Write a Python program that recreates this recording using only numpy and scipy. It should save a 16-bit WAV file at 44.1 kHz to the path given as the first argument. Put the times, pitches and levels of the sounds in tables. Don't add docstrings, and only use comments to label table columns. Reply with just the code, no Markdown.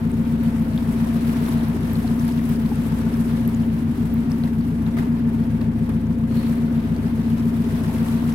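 import sys
import numpy as np
from scipy import signal
from scipy.fft import rfft, irfft, next_fast_len
from scipy.io import wavfile
from scipy.ndimage import uniform_filter1d

SR = 44100
rng = np.random.default_rng(int(sys.argv[2]) if len(sys.argv) > 2 else 0)


def inscribe(sig):
    pcm = np.round(np.clip(np.atleast_2d(sig).T, -1, 1) * 32767)
    wavfile.write(sys.argv[1], SR, pcm.astype(np.int16))


def invert_db(x):
    u = np.asarray(x, float) / 20
    return 10 ** u


N = 367794
T = np.arange(N) / SR
PAD = next_fast_len(N + SR)
HZ = np.arange(PAD // 2 + 1) * SR / PAD
SIDES = np.array([[1], [-1]])
IDLE_RPM = 880


def curve(table, column=1):
    return np.interp(T, *np.transpose(table)[[0, column]])


def shape(table):
    hz, value = np.transpose(table)
    return np.interp(np.log(HZ + 1), np.log(hz), value)


def filt(x, response):
    return irfft(rfft(x, PAD) * response, PAD)[..., :N]


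def level(x, db):
    return x * invert_db(db) / np.sqrt(np.mean(x ** 2))


def walk(rate):
    hold = int(SR / rate)
    steps = np.repeat(rng.standard_normal(N // hold + 1), hold)
    return 1.54 * uniform_filter1d(uniform_filter1d(steps, hold), hold)[:N]


def noise(table):
    # frequency in Hz, likeness of the two ports from 0 to 1.
    likeness = [(60, 1), (290, 0.96), (640, 0.24), (1400, 0), (15000, 0.06)]
    alike = np.clip(shape(likeness), 0, 1)
    mid, side = rng.standard_normal((2, N))
    colour = invert_db(shape(table))
    return filt(mid, colour * np.sqrt(1 + alike)) + SIDES * filt(side, colour * np.sqrt(1 - alike))


def speed():
    # time in seconds, crank speed in rpm before rounding.
    hunting = [(0.0, 853.4), (0.272, 894.6), (0.703, 860.2), (1.478, 912.9), (1.773, 836.3), (2.245, 916.0),
               (2.82, 851.4), (3.228, 893.3), (3.683, 882.5), (3.866, 722.1), (4.258, 952.5),
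               (4.689, 816.5), (5.017, 924.4), (5.408, 871.5), (6.023, 858.8), (6.662, 906.4),
               (6.886, 853.9), (7.485, 895.3), (7.749, 851.1), (8.34, 912.1)]
    flywheel_s = 0.08
    return uniform_filter1d(curve(hunting), int(flywheel_s * SR), mode="nearest")


def load():
    # load at idle in dB, dB added per 100 rpm below idle, governor delay in seconds.
    fuelling = (2, 2.2, .12)
    idle_db, sag_db, late_s = fuelling
    sag_rpm = np.maximum(IDLE_RPM - speed(), 0)
    return idle_db + sag_db * np.interp(T - late_s, T, sag_rpm) / 100


def exhaust(cycles):
    firing_deg = [81.7, 230.4, 333.4, 468.5, 578.5, 692.9]
    # frequency in Hz, width in Hz, relative level in dB,
    # then the signed shares (no unit) of cylinders 1 to 6.
    modes = [(27.0, 6.0, 24.5, 0.19, -0.55, 0.46, -1.0, -0.14, 0.14),
             (58.5, 9.4, 26.2, 0.82, -1.0, -0.67, 0.27, -0.57, -0.77),
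             (83.6, 7.2, 30.5, 0.86, 0.45, 0.89, -0.47, 1.0, 0.14),
             (110.0, 21.6, 28.5, -1.0, 0.86, 0.33, 0.29, -0.12, 0.55),
             (150.9, 14.0, 36.2, -0.66, -1.0, -0.13, 0.32, -0.32, 0.01),
             (174.9, 11.4, 32.0, 0.62, 0.77, -1.0, 0.08, 0.35, 0.28),
             (228.2, 13.0, 38.2, -0.92, 0.83, -1.0, 0.88, 0.48, 1.0),
             (244.6, 19.7, 34.3, 1.0, -0.67, 0.54, -0.67, -0.48, -0.7),
             (276.3, 21.7, 29.8, -0.26, 0.06, 0.49, 0.39, 0.42, -1.0)]
    scatter_db, jitter_cycles = 0.5, 0.0004
    muffler_hz, deep_hz, deep_db = 379.0, 75.0, -2.0
    lag_s = 0.0002

    turns = np.arange(int(cycles[-1]) + 3)[:, None] + np.array(firing_deg) / 720
    chance = rng.standard_normal((*turns.shape, 2))
    at = np.interp(turns + jitter_cycles * chance[..., 0], cycles, np.arange(N))
    strength = invert_db(scatter_db * chance[..., 1])

    blows = np.zeros((len(firing_deg), PAD))
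    cylinder = np.arange(len(firing_deg))
    whole = at.astype(int)
    for step, share in ((0, 1 - at + whole), (1, at - whole)):
        np.add.at(blows, (cylinder, whole + step), share * strength)
    blows = rfft(blows)

    ring = 0
    for hz, width, db, *shares in modes:
        resonance = 1j * HZ * width / (hz ** 2 - HZ ** 2 + 1j * HZ * width)
        ring = ring + invert_db(db) * (shares @ blows) * resonance
    ring = ring / (1 + (HZ / muffler_hz) ** 10)

    ring = ring * np.exp(-1j * np.pi * HZ * lag_s * SIDES)
    deep = 1 / (1 + (HZ / deep_hz) ** 4)
    deep_ring = irfft(ring * deep, PAD)[:, :N]
    upper_ring = irfft(ring * (1 - deep), PAD)[:, :N]
    return invert_db(1.36) * (deep_ring * invert_db(deep_db + load()) + upper_ring)


def whines(cycles):
    # pulses per engine cycle, level in dB before load and speed act, waver in dB,
    # radians by which left leads, dB gained per dB of load,
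    # dB lost 4 % off the idle speed, where the casing no longer rings along.
    tones = [(8.01, -56.5, 1, .05, 5, 4), (12.01, -48.5, 0.33, .05, 0, -1), (16.07, -47, 5, .05, 2, 5),
             (48.2, -56, 0.5, .3, 2, -1), (72.2, -48, 1.2, 0.55, 0, 4), (90.05, -54.5, 2.5, .6, 0, 1),
             (97.1, -57.5, 1.8, .6, -0.5, 6), (119.6, -48.5, 1.7, 1.3, -2, .5),
             (123.5, -57.5, 2, 1.3, 0, 3)]
    off_idle = ((speed() / IDLE_RPM - 1) / 0.04) ** 2
    out = 0
    for pulses, db, waver_db, lead, gain, lost_db in tones:
        tone_db = db + waver_db * walk(4) + gain * load() - lost_db * off_idle
        phase = 2 * np.pi * pulses * cycles + 0.38 * walk(12)
        out = out + invert_db(tone_db) * np.sin(phase + SIDES * lead / 2)
    return out


def rumble(cycles):
    # frequency in Hz, relative density in dB per Hz.
    body = [(15, -47), (25, -17), (64, -9), (102, -9), (144, -5), (184, -6), (230, 1), (252, -3),
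            (335, -22), (407, -22), (583, -34), (657, -33), (900, -38), (1170, -68), (1980, -120)]
    throb = 1 + 0.077 * np.cos(4 * np.pi * cycles - 1.5)
    return level(noise(body), -36) * throb * invert_db(load() / 2)


def silencer_gas(cycles):
    # frequency in Hz, relative density in dB per Hz.
    rush = [(200, -46), (310, -3), (400, 4), (460, -4), (600, -19.5), (900, -40), (1500, -83)]
    puff = np.exp(0.61 * np.cos(4 * np.pi * cycles + 1.32))
    return level(filt(noise(rush), HZ > 200) * puff, -41.5)


def shore():
    # time in seconds, slosh level in dB, fizz level in dB (only its movement is used).
    swells = [(0.0, -46.5, -61), (0.83, -44, -55.5), (1.18, -42, -52), (1.46, -41, -50.5),
              (1.7, -42, -54.5), (2.4, -45, -54), (3.14, -43, -54.5), (3.88, -46, -59), (4.34, -46, -59.5),
              (4.6, -48.5, -60.5), (5.02, -46, -61), (6.27, -48.5, -63), (6.36, -44, -54.5),
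              (6.5, -43.5, -54), (6.65, -45, -59.5), (7.5, -45, -57), (7.99, -41.5, -50.5),
              (8.34, -43.5, -54)]
    slosh_db, fizz_db = curve(swells), curve(swells, 2)
    fizz_db = fizz_db + np.mean(slosh_db - fizz_db)
    flicker = (0.7 * walk(40) + 1.2 * walk(150)) / 1.4
    return wash(slosh_db, fizz_db, flicker) + patter(fizz_db, flicker)


def wash(slosh_db, fizz_db, flicker):
    # frequency in Hz, relative density in dB per Hz.
    water = [(290, 9), (500, -5), (530, -4.5), (578, -10.5), (668, -5), (817, -11.5), (891, -7),
             (1220, -11.5), (1760, -13.5), (6830, -31.5), (12500, -26), (15100, -36), (15800, -33)]
    # start in seconds, lift over the wash in dB (a little less in the treble).
    splashes = [(.43, 4), (1.0, 4), (2.08, 0.5), (2.28, 3), (2.49, 3.5), (4.31, 3.5), (4.437, 7),
                (4.865, 4.5), (4.968, 9.5), (4.985, 7.5), (5.025, 4.5), (5.609, 7.5), (5.89, 7.5)]
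    splash_decay_s = 0.024
    hiss = noise(water)
    hiss = hiss / np.std(filt(hiss, (HZ > 1000) & (HZ < 3000)))
    splash_db = 0
    for s, db in splashes:
        splash_db = splash_db + db * np.exp(-np.maximum(T - s, 0) / splash_decay_s) * (T >= s)
    out = 0
    for hz in 500 * 2. ** np.arange(6):
        band = np.clip(1 - abs(np.log2((HZ + 1) / hz)), 0, 1)
        bright = np.clip(np.log2(hz / 2000) / 2, 0, 1)
        band_db = slosh_db + bright * (fizz_db - slosh_db)
        band_db = band_db + (1 - 0.14 * bright) * splash_db
        band_db = band_db + (0.5 + 0.98 * bright) * flicker
        band_db = band_db + (0.5 + 0.69 * bright) * walk(45)
        out = out + filt(hiss, band) * invert_db(band_db)
    return out


def bubbles(s, db, hz, pan_db, turns, glide):
    out = np.zeros((2, N + 2048))
    t = np.arange(2048) / SR
    phases = rng.uniform(-2.0, 1.75, len(s))
    for start, peak_db, pitch_hz, pan, fade_turns, side in zip(s, db, hz, pan_db, turns, phases):
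        length = int(min(6 * fade_turns / pitch_hz * SR, 2048))
        u = t[:length] * pitch_hz / fade_turns
        rising = u + glide * (u + np.exp(-u))
        envelope = (np.exp(-u) - np.exp(-4 * u)) * 2
        tone = envelope * np.sin(2 * np.pi * fade_turns * rising + SIDES * side)
        first = int(start * SR)
        out[:, first:first + length] += invert_db(peak_db + SIDES * pan / 2) * tone
    return out[:, :N]


def patter(fizz_db, flicker):
    s, size, pitch, pan, ring = rng.random((2500, 5)).T
    size_db = 0.5 - 7.0 * pitch - 3.2 * np.log(size + 0.024)
    hz = 750 * 17. ** pitch
    turns = 0.74 + 3.7 * ring ** 2
    drops = bubbles(s * (N / SR), size_db, hz, 8 * pan - 4, turns, glide=0.067)
    return drops * invert_db(fizz_db + 1.3 * flicker)


def plops():
    # start in seconds, approximate peak in dB, starting pitch in Hz, left minus right in dB.
    bursts = [(0.1168, -34, 8560, 0), (0.4349, -27, 12300, 3), (0.7773, -25, 3480, -1),
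              (1.491, -24, 10900, -0.5), (1.6846, -31, 12300, -0.5), (1.9335, -27, 11900, -2),
              (1.956, -30, 4100, 3), (2.0775, -30, 4250, 0), (2.2523, -33, 9910, 4),
              (2.2787, -30, 11400, -1.5), (2.4922, -29, 14800, -5), (2.6604, -36, 4000, 0.0),
              (2.7576, -33.5, 8480, -4), (3.4775, -23, 11900, -11), (3.5473, -32, 6940, -6),
              (4.14, -32, 14700, -18), (4.3183, -28, 5170, 0), (4.4368, -30.5, 4020, -2),
              (4.8648, -34, 3800, 4), (5.615, -33, 4020, 0.0), (5.8935, -34, 11000, 3)]
    decay_s = 0.00062
    s, db, hz, pan_db = np.transpose(bursts)
    return bubbles(s, db, hz, pan_db, hz * decay_s, glide=0.018)


def gulps():
    # start in seconds, approximate peak in dB, starting pitch in Hz, left minus right in dB.
    deep_bubbles = [(1.069, -28.5, 686, 5), (2.044, -30, 708, -4), (2.717, -29, 810, -3),
                    (4.973, -34, 1210, 6), (4.985, -32, 1756, -4), (5.023, -38, 1490, -1),
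                    (5.338, -31, 900, -1), (5.629, -35, 608, 0)]
    decay_s = 0.0057
    s, db, hz, pan_db = np.transpose(deep_bubbles)
    return bubbles(s, db, hz, pan_db, hz * decay_s, glide=0.046)


def swish():
    stroke = (6.27, -50, .12, 110.)
    start, peak_db, rise, fall_db = stroke
    swell = np.clip((T - start) / rise, 0, 1) * invert_db(peak_db - fall_db * np.maximum(T - start - rise, 0))
    narrow = 1 / (1 + ((HZ - 4300) / 250.) ** 2)
    return level(filt(rng.standard_normal((2, N)), narrow), 0) * swell


def scene():
    cycles = np.cumsum(speed()) / 120 / SR
    engine = exhaust(cycles) + whines(cycles) + rumble(cycles) + silencer_gas(cycles)
    return engine + shore() + plops() + gulps() + swish()


def roll_off(x):
    return signal.sosfilt(signal.butter(12, 16320, fs=SR, output="sos"), x)


def record(dry):
    # frequency in Hz, left minus right in dB.
    ports = [(60, 0.5), (110, 4), (200, 2), (380, 3), (700, 2.5), (1290, 1.5), (2380, 1.5), (4400, 3),
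             (8120, 5.5), (15000, -4)]
    top_hz = 15850
    response = invert_db(SIDES * shape(ports) / 2) * (HZ < top_hz)
    return roll_off(filt(dry, response))


dry = scene()
out = record(dry)
inscribe(out)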